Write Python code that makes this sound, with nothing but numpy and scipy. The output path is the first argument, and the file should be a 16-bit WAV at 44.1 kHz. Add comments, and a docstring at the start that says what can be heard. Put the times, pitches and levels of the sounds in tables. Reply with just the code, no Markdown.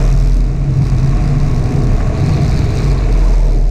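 """A snowmobile cruises along a packed trail, heard at a loose camera mount on its tail.
Throughout, sine tones make the engine and track, and filtered noise makes the rumble and the rush of snow.
At first the shaking frame knocks the mount, with noise bursts twice a cycle; then the mount mostly buzzes with the
engine, which swells until 1.9 s and drops. Loud single clacks of the mount come from 0.4 to 3.1 s; lumps of snow
strike at 1.3 and 2.0 s. A panel rings from 2.2 s; from 3 s the drive's narrow-band whine sinks, the knocks return."""
import sys
import numpy as np
from scipy import signal
from scipy.fft import rfft, irfft
from scipy.io import wavfile
from scipy.ndimage import uniform_filter1d, minimum_filter1d

SR = 44100
rng = np.random.default_rng(int(sys.argv[2]) if len(sys.argv) > 2 else 0)


def master(y):
    """Save y as 16-bit WAV."""
    cut = np.clip(np.atleast_2d(y).T, -1, 1)
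    pcm = np.round(cut * 32767)  # scale
    wavfile.write(sys.argv[1], SR, pcm.astype(np.int16))


N = 163170
T = np.arange(N) / SR


def undb(db):
    """Logarithmic level: decibels to amplitude gain."""
    return 10 ** (np.asarray(db) / 20)


def curve(table, axis=1):
    """Linear interpolation: one column of a table, joined by straight lines in time."""
    rows = np.array(table, float)
    return np.interp(T, rows[:, 0], rows[:, axis])


def unit(x):
    """Normalization: scale to rms 1."""
    return x / np.sqrt(np.mean(x ** 2))


def noise():
    """White noise: independent normal samples of spread 1."""
    return rng.standard_normal(N)


def walk(rate):
    """Low-pass random drift: random steps at a rate per second, averaged twice, with rms 1."""
    step = int(SR / rate)
    steps = np.repeat(rng.standard_normal(N // step + 1), step)
    return unit(uniform_filter1d(uniform_filter1d(steps, step), step)[:N])


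def turns(hz):
    """Phase accumulation: cycles completed at a moving rate."""
    return np.cumsum(hz) / SR


def colour(x, points):
    """Minimum-phase filtering: a causal filter through (Hz, dB) points; white noise keeps its level."""
    hz, db = np.array(points, float).T
    log_hz = np.log(np.fft.rfftfreq(2 * N, 1 / SR) + 1)
    gain = unit(undb(np.interp(log_hz, np.log(hz), db)))
    # folding the cepstrum onto positive time makes the filter causal
    cepstrum = irfft(np.log(gain))[:N]
    response = np.exp(2 * rfft(cepstrum, 2 * N) - cepstrum[0])
    return irfft(rfft(x, 2 * N) * response)[:N]


def ring(x, modes):
    """Modal resonance: twice-filtered modes, each driven by x at a random delay; rms 1."""
    out = 0
    for hz, width, db in modes:
        b, a = signal.iirpeak(hz, hz / (1.33 * width), fs=SR)
        drive = np.roll(x, rng.integers(SR // 100))
        out = out + undb(db) * signal.lfilter(b, a, signal.lfilter(b, a, drive))
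    return unit(out)


def narrow(hz, flutter_hz):
    """Quadrature modulation: noise gathered round a moving pitch; faster flutter widens it."""
    angle = 2 * np.pi * turns(hz)
    return unit(walk(flutter_hz) * np.sin(angle) + walk(flutter_hz) * np.cos(angle))


def knocks(cycle, decay_s, scatter_db, jitter_s):
    """Periodic impact: one short plastic knock a cycle, uneven in time and force; rms 1."""
    at = np.flatnonzero(np.diff(np.floor(cycle)) > 0)
    timing, force = rng.standard_normal((len(at), 2)).T
    hits = np.zeros(N)
    places = (at + jitter_s * SR * timing).astype(int) % N
    np.add.at(hits, places, undb(scatter_db * np.clip(force, -2, 1)))
    bursts = signal.lfilter([1], [1, -np.exp(-1 / (decay_s * SR))], hits)
    return unit(uniform_filter1d(bursts, size=48) * noise())


def blows(table, decay_s):
    """Exponential decay: noise bursts that start at once and die away, one for each row."""
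    envelope = sum(undb(db) * (T >= s) * np.exp(-np.abs(T - s) / decay_s) for s, db in table)
    return envelope * noise()


# Harmonics of the engine. Each row: multiple of the firing rate, relative level in dB.
ENGINE_HARMONICS = [(.5, 3), (1, -1), (1.5, -17), (2.5, -15.5), (3, -14.5)]
# Loudness of the engine. Each row: time in seconds, rms level in dB.
ENGINE_LEVEL = [(0, -31.5), (.85, -27.5), (1.5, -23), (1.85, -21), (2.0, -31), (2.5, -32), (3.1, -34.5),
                (3.7, -41)]
ORDER_DRIFT_DB = 3.55


def engine(firings):
    """Harmonic synthesis: the firing tone and the crank's half orders, each a little unsteady."""
    tone = 0
    for order, db in ENGINE_HARMONICS:
        partial = np.sin(2 * np.pi * (order * firings + rng.random()))
        tone = tone + undb(db + ORDER_DRIFT_DB * walk(25.22)) * partial
    return unit(tone) * undb(curve(ENGINE_LEVEL))


# Drone of the track. 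Each row: time in seconds, mean pitch in Hz, level in dB.
TRACK_DRONE = [(0, 139.4, -19.5), (.15, 135.8, -17), (.3, 134.2, -25.5), (.45, 133.3, -25),
               (.55, 135.3, -15.5), (.78, 139.3, -15), (.92, 133.2, -18), (1.1, 138.4, -15),
               (1.45, 134.7, -18), (1.57, 132.5, -25.5), (1.78, 137.4, -15.5), (2.0, 138, -29),
               (2.25, 135, -14), (2.55, 136, -18.5), (2.7, 136.8, -25.5), (2.85, 139.4, -16.5),
               (3.12, 137.4, -31.5), (3.7, 136.6, -27)]
TRACK_ROUGH_DB, TRACK_SWAY = 3.2, .3  # random drift of level; depth of the throb
TRACK_JITTER, TRACK_JITTER_PER_DB = .018, .009  # share of the pitch; added share per dB of upset


def track(shakes, upset):
    """Modulation: the lugs beat a low note that throbs with the sway and breaks into a growl on rough ground."""
    jitter = (TRACK_JITTER + TRACK_JITTER_PER_DB * upset) * walk(70)
    cycle = turns(curve(TRACK_DRONE) * (1 + jitter))
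    throb = 1 + TRACK_SWAY * np.sin(2 * np.pi * shakes)
    roughness = undb(TRACK_ROUGH_DB * walk(29.55))
    return unit(np.sin(2 * np.pi * cycle) * throb * roughness) * undb(curve(TRACK_DRONE, axis=2))


# Sway of the frame. Each row: time in seconds, mean rate in Hz, level in dB before faltering.
FRAME_SHAKE = [(0, 38.9, -10), (.22, 41.64, -10.5), (.42, 41.9, -10), (.55, 43.88, -21), (.63, 44.3, -14),
               (.76, 40.04, -19), (1.2, 39.17, -14.5), (1.35, 35.87, -17), (1.48, 29.35, -13.5),
               (1.72, 28.11, -23), (1.84, 41.12, -12.5), (2.05, 37, -17), (2.42, 41.93, -26.5),
               (2.7, 44.04, -18.5), (2.88, 46.16, -13.5), (3.05, 43.93, -13.5), (3.22, 41.83, -9),
               (3.42, 39.87, -9.5), (3.7, 36.3, -10.5)]
# Loudness of the frame's rumble. Each row: time in seconds, level in dB.
RUMBLE_LEVEL = [(0, -18), (.35, -25), (.55, -21), (.8, -17.5), (1.2, -18.5), (1.8, -16), (2.3, -14.5),
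                (2.6, -14), (2.85, -17), (3.2, -19.5), (3.7, -27)]
# Spectrum of the rumble. Each row: frequency in Hz, relative density in dB per Hz.
RUMBLE_SPECTRUM = [(8, -5.5), (25, -3.5), (50, 1), (68, -1), (120, -0.5), (160, -3.5), (190, -12.5),
                   (240, -17), (350, -30), (1000, -100)]
SHAKE_CALM_DB = 6  # the sway falters when it stands less than this above the rumble
SHAKE_WANDER, SHAKE_ROUGH_DB = .025, 0.38  # share of the rate, and dB of level, per dB of upset


def frame(shakes, upset):
    """Forced vibration: the frame sways at its slow rate, falters on rough ground, and rumbles."""
    falter_db = SHAKE_ROUGH_DB * upset * walk(11)
    sway = unit(np.sin(2 * np.pi * shakes)) * undb(curve(FRAME_SHAKE, axis=2) + falter_db)
    rumble = colour(noise(), RUMBLE_SPECTRUM) * undb(curve(RUMBLE_LEVEL))
    return sway + rumble


# Chatter of the mount. Each row: time in seconds, knock level in dB before its sway bias,
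# buzz level in dB before hiss and flutter.
MOUNT_CHATTER = [(0, -39, -49), (.22, -42, -47), (.37, -45.5, -49), (.42, -55, -50.5), (.72, -60, -51.5),
                 (.77, -56, -46.5), (.92, -58, -44), (1.15, -69, -45.5), (1.45, -61, -45),
                 (1.84, -63.5, -42.5), (1.92, -72, -46.5), (2.15, -60, -51.5), (2.18, -56, -44),
                 (2.45, -63, -41.5), (2.88, -62, -41), (3.05, -56, -50), (3.3, -43.5, -45), (3.7, -49, -56)]
# Ring of the mount. Each row: frequency in Hz, relative density in dB per Hz.
MOUNT_RING = [(500, 1.5), (1500, 0), (2500, 0), (3200, -14), (3800, 2), (4900, 5.5), (6400, -0.5),
              (7400, -6), (8900, -5), (10200, -22.5), (11400, -23), (12500, -11.5), (14000, -19),
              (15600, -33)]
# Ring of its hard knocks. Each row: frequency in Hz, relative density in dB per Hz.
KNOCK_RING = [(500, 5.5), (2500, -8), (3200, -6), (3750, -2.5), (4300, -2.5), (4700, 3), (5600, 5),
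              (7400, -3), (8900, -7), (10600, -19), (12400, -14), (14500, -16), (15600, -25)]
# Loud single clacks of the mount. Each row: start in seconds, level in dB at onset before the mount's ring.
LOUD_CLACKS = [(.369, -30.5), (.406, -31), (.442, -36), (.516, -36.5), (1.074, -30), (1.147, -31),
               (1.171, -32.5), (1.277, -29), (1.582, -31.5), (1.640, -29), (2.072, -32.5), (2.200, -29),
               (2.262, -26), (2.293, -27.5), (2.420, -29), (2.591, -23.5), (2.645, -28), (2.710, -35),
               (2.843, -26.5), (3.125, -26)]
# Resonances of a panel. Each row: frequency in Hz, width in Hz (each filter stage is 1.33 times as wide),
# relative level in dB.
PANEL_MODES = [(2300, 290, -5), (4100, 810, -8.5)]
# Loudness of the panel. Each row: time in seconds, level in dB.
PANEL_LOUDNESS = [(0, -58), (2.12, -52.5), (2.2, -40.5), (2.55, -40), (2.88, -41.5), (3.1, -46),
                  (3.7, -53.5)]
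BUZZ_PER_FIRING, KNOCK_LAG = .254, .03  # buzz strokes per firing; lag in sway cycles
REBOUND, BUZZ_HISS, PANEL_HISS = .5, .45, .55  # amplitudes relative to the buzz
SWAY_BIAS_DB = 1.5
KNOCK_DECAY_S, BUZZ_DECAY_S, CLACK_DECAY_S = .0016, .002, .0018


def mount(shakes, firings):
    """Impact excitation: the loose mount knocks twice a sway, buzzes on every fourth firing or so, and clacks."""
    sway = shakes - KNOCK_LAG
    knock = knocks(2 * sway, KNOCK_DECAY_S, scatter_db=1.2, jitter_s=.0003)
    knock = knock * undb(SWAY_BIAS_DB * np.cos(2 * np.pi * sway))  # harder one way
    strokes = BUZZ_PER_FIRING * firings
    buzz = knocks(strokes, BUZZ_DECAY_S, scatter_db=3.5, jitter_s=.0009)
    rebound = knocks(strokes + .5, BUZZ_DECAY_S, scatter_db=5, jitter_s=.003)
    buzz = unit(buzz + REBOUND * rebound)
    panel = ring(buzz + PANEL_HISS * noise(), PANEL_MODES) * undb(curve(PANEL_LOUDNESS))
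    chatter = (buzz + BUZZ_HISS * noise()) * undb(1.2 * walk(24.01) + curve(MOUNT_CHATTER, axis=2))
    hard_knocks = colour(knock, KNOCK_RING) * undb(curve(MOUNT_CHATTER))
    return hard_knocks + colour(chatter + blows(LOUD_CLACKS, CLACK_DECAY_S), MOUNT_RING) + panel


# Whine of the drive, sinking as the sled eases off. Each row: time in seconds, mean pitch in Hz, level in dB.
DRIVE_WHINE = [(0, 1120, -42), (.35, 1098, -51.5), (.75, 1115, -52), (1.1, 1105, -43.5), (1.7, 1096, -41.5),
               (2.3, 1125, -41), (2.7, 1110, -49), (2.97, 1103, -37.5), (3.1, 1040, -41.5),
               (3.28, 940, -37.5), (3.45, 892, -43), (3.7, 847, -50)]
WHINE_FLUTTER_HZ, WHINE_SMEAR = 110, 0.366  # smear: random Hz per Hz below the highest pitch


def whine():
    """Narrow-band noise: a whine that smears out as its pitch sinks."""
    hz = curve(DRIVE_WHINE)
    smear = WHINE_SMEAR * (hz.max() - hz) * walk(90)
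    return narrow(hz + smear, WHINE_FLUTTER_HZ) * undb(curve(DRIVE_WHINE, axis=2))


# Loudness of body and snow. Each row: time in seconds, boom level in dB, hollow roar level in dB, snow level in dB.
TRAIL_LEVELS = [(0, -29, -29.5, -31), (.2, -31, -39.5, -37.5), (.55, -29.5, -44, -41),
                (.68, -28.5, -45, -39), (.8, -31, -39, -38), (1.2, -27, -43, -34), (1.5, -27.5, -41, -35),
                (1.8, -22, -33, -34.5), (2.02, -30, -33.5, -34), (2.3, -25, -30.5, -32.5),
                (2.55, -26.5, -36, -33.5), (2.8, -26, -32, -33.5), (3.0, -27, -33, -33.5),
                (3.3, -29, -33, -35.5), (3.46, -34, -34.5, -38.5), (3.56, -27.5, -32, -41.5),
                (3.7, -37, -40, -45)]
# Boom of the body. Each row: frequency in Hz, relative density in dB per Hz.
BODY_BOOM = [(150, -14.5), (200, 1.5), (255, -1.5), (315, 3.5), (360, -9.5), (420, -1.5), (490, -10),
             (570, -27.5), (900, -44.5), (2000, -100)]
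# Resonances of the roar. Each row: frequency in Hz, width in Hz (each filter stage is 1.33 times as wide),
# relative level in dB.
ROAR_MODES = [(404.7, 76, -0.5), (488, 90, -8.5)]
# Upper resonance of the body. Each row: time in seconds, mean centre in Hz, level in dB.
BODY_HOWL = [(0, 660.6, -31), (.3, 637.4, -42), (.8, 670, -40.5), (1.2, 665, -38), (1.8, 668.2, -34),
             (2.3, 675, -32), (2.7, 671.7, -34.5), (3.1, 655, -36), (3.4, 640, -34.5), (3.7, 635, -38)]
# Rush of the snow. Each row: frequency in Hz, relative density in dB per Hz.
SNOW_SPECTRUM = [(200, 2), (600, 0), (850, 3), (1250, 0.5), (1550, -3), (2000, -2.5), (2550, -3.5),
                 (2850, -11), (3250, -16.5), (3800, -11), (4500, -18), (6500, -13.5), (9000, -25.5),
                 (10200, -30), (11500, -35), (12500, -46), (15500, -48)]
# Lumps of snow that hit the body. Each row: start in seconds, level in dB at onset before their colour.
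SNOW_LUMPS = [(1.28, -33.5), (2.002, -27)]
# Dull tock of the lumps. Each row: frequency in Hz, relative density in dB per Hz.
LUMP_SPECTRUM = [(700, -13), (1250, 5), (2450, -5.5), (3000, -20), (6000, -42)]
HOWL_WANDER, HOWL_FLUTTER_HZ = .015, 230  # share of the pitch; rate of flutter
SNOW_GRAIN_DB, LUMP_DECAY_S = 1, .007


def trail():
    """Broadband excitation: rushing snow sets the body booming, roaring and howling; lumps strike it."""
    boom = colour(noise(), BODY_BOOM) * undb(curve(TRAIL_LEVELS))
    roar = ring(noise(), ROAR_MODES) * undb(curve(TRAIL_LEVELS, axis=2))
    howl_hz = curve(BODY_HOWL) * (1 + HOWL_WANDER * walk(14))
    howl = narrow(howl_hz, HOWL_FLUTTER_HZ) * undb(curve(BODY_HOWL, axis=2))
    grains = noise() * undb(SNOW_GRAIN_DB * walk(400))
    snow = colour(grains, SNOW_SPECTRUM) * undb(curve(TRAIL_LEVELS, axis=3))
    lumps = colour(blows(SNOW_LUMPS, LUMP_DECAY_S), LUMP_SPECTRUM)
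    return boom + roar + howl + snow + lumps


FIRING_HZ, FIRING_WANDER, FIRING_JITTER = 244.3, 0.002855, 0.01276  # mean rate; slow and fast shares of it


def scene():
    """Superposition: all parts share the firing and shaking cycles and add at one point."""
    firings = turns(FIRING_HZ * (1 + FIRING_WANDER * walk(3.08) + FIRING_JITTER * walk(120)))
    # dB by which the rumble crowds the sway
    upset = np.clip(curve(RUMBLE_LEVEL) - curve(FRAME_SHAKE, axis=2) + SHAKE_CALM_DB, 0, 10)
    shakes = turns(curve(FRAME_SHAKE) * (1 + SHAKE_WANDER * upset * walk(20)))
    machine = engine(firings) + track(shakes, upset) + whine()
    body = frame(shakes, upset) + mount(shakes, firings)
    return (machine + body + trail())[None]


LIMIT, LIMIT_HOLD_S, GAIN_DB = 0.69, 0.0082, 0.97  # peak before the low-pass; window; gain before the limiter
TOP_HZ, EDGE_S = 15700, .003  # low-pass edge; fade at each end


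def record(dry):
    """Dynamic limiting: the ends are eased, a fast look-ahead limiter holds the peaks, and the top is cut."""
    ease = np.clip(np.minimum(T, T[-1] - T) / EDGE_S, 0, 1)
    loud = dry * undb(GAIN_DB) * ease
    hold = int(LIMIT_HOLD_S * SR)
    needed = LIMIT / np.maximum(np.abs(loud), LIMIT)
    gain = uniform_filter1d(minimum_filter1d(needed, hold), hold)
    low_pass = signal.ellip(8, .2, 80, TOP_HZ, fs=SR, output="sos")
    return signal.sosfilt(low_pass, loud * gain)


dry = scene()
out = record(dry)
master(out)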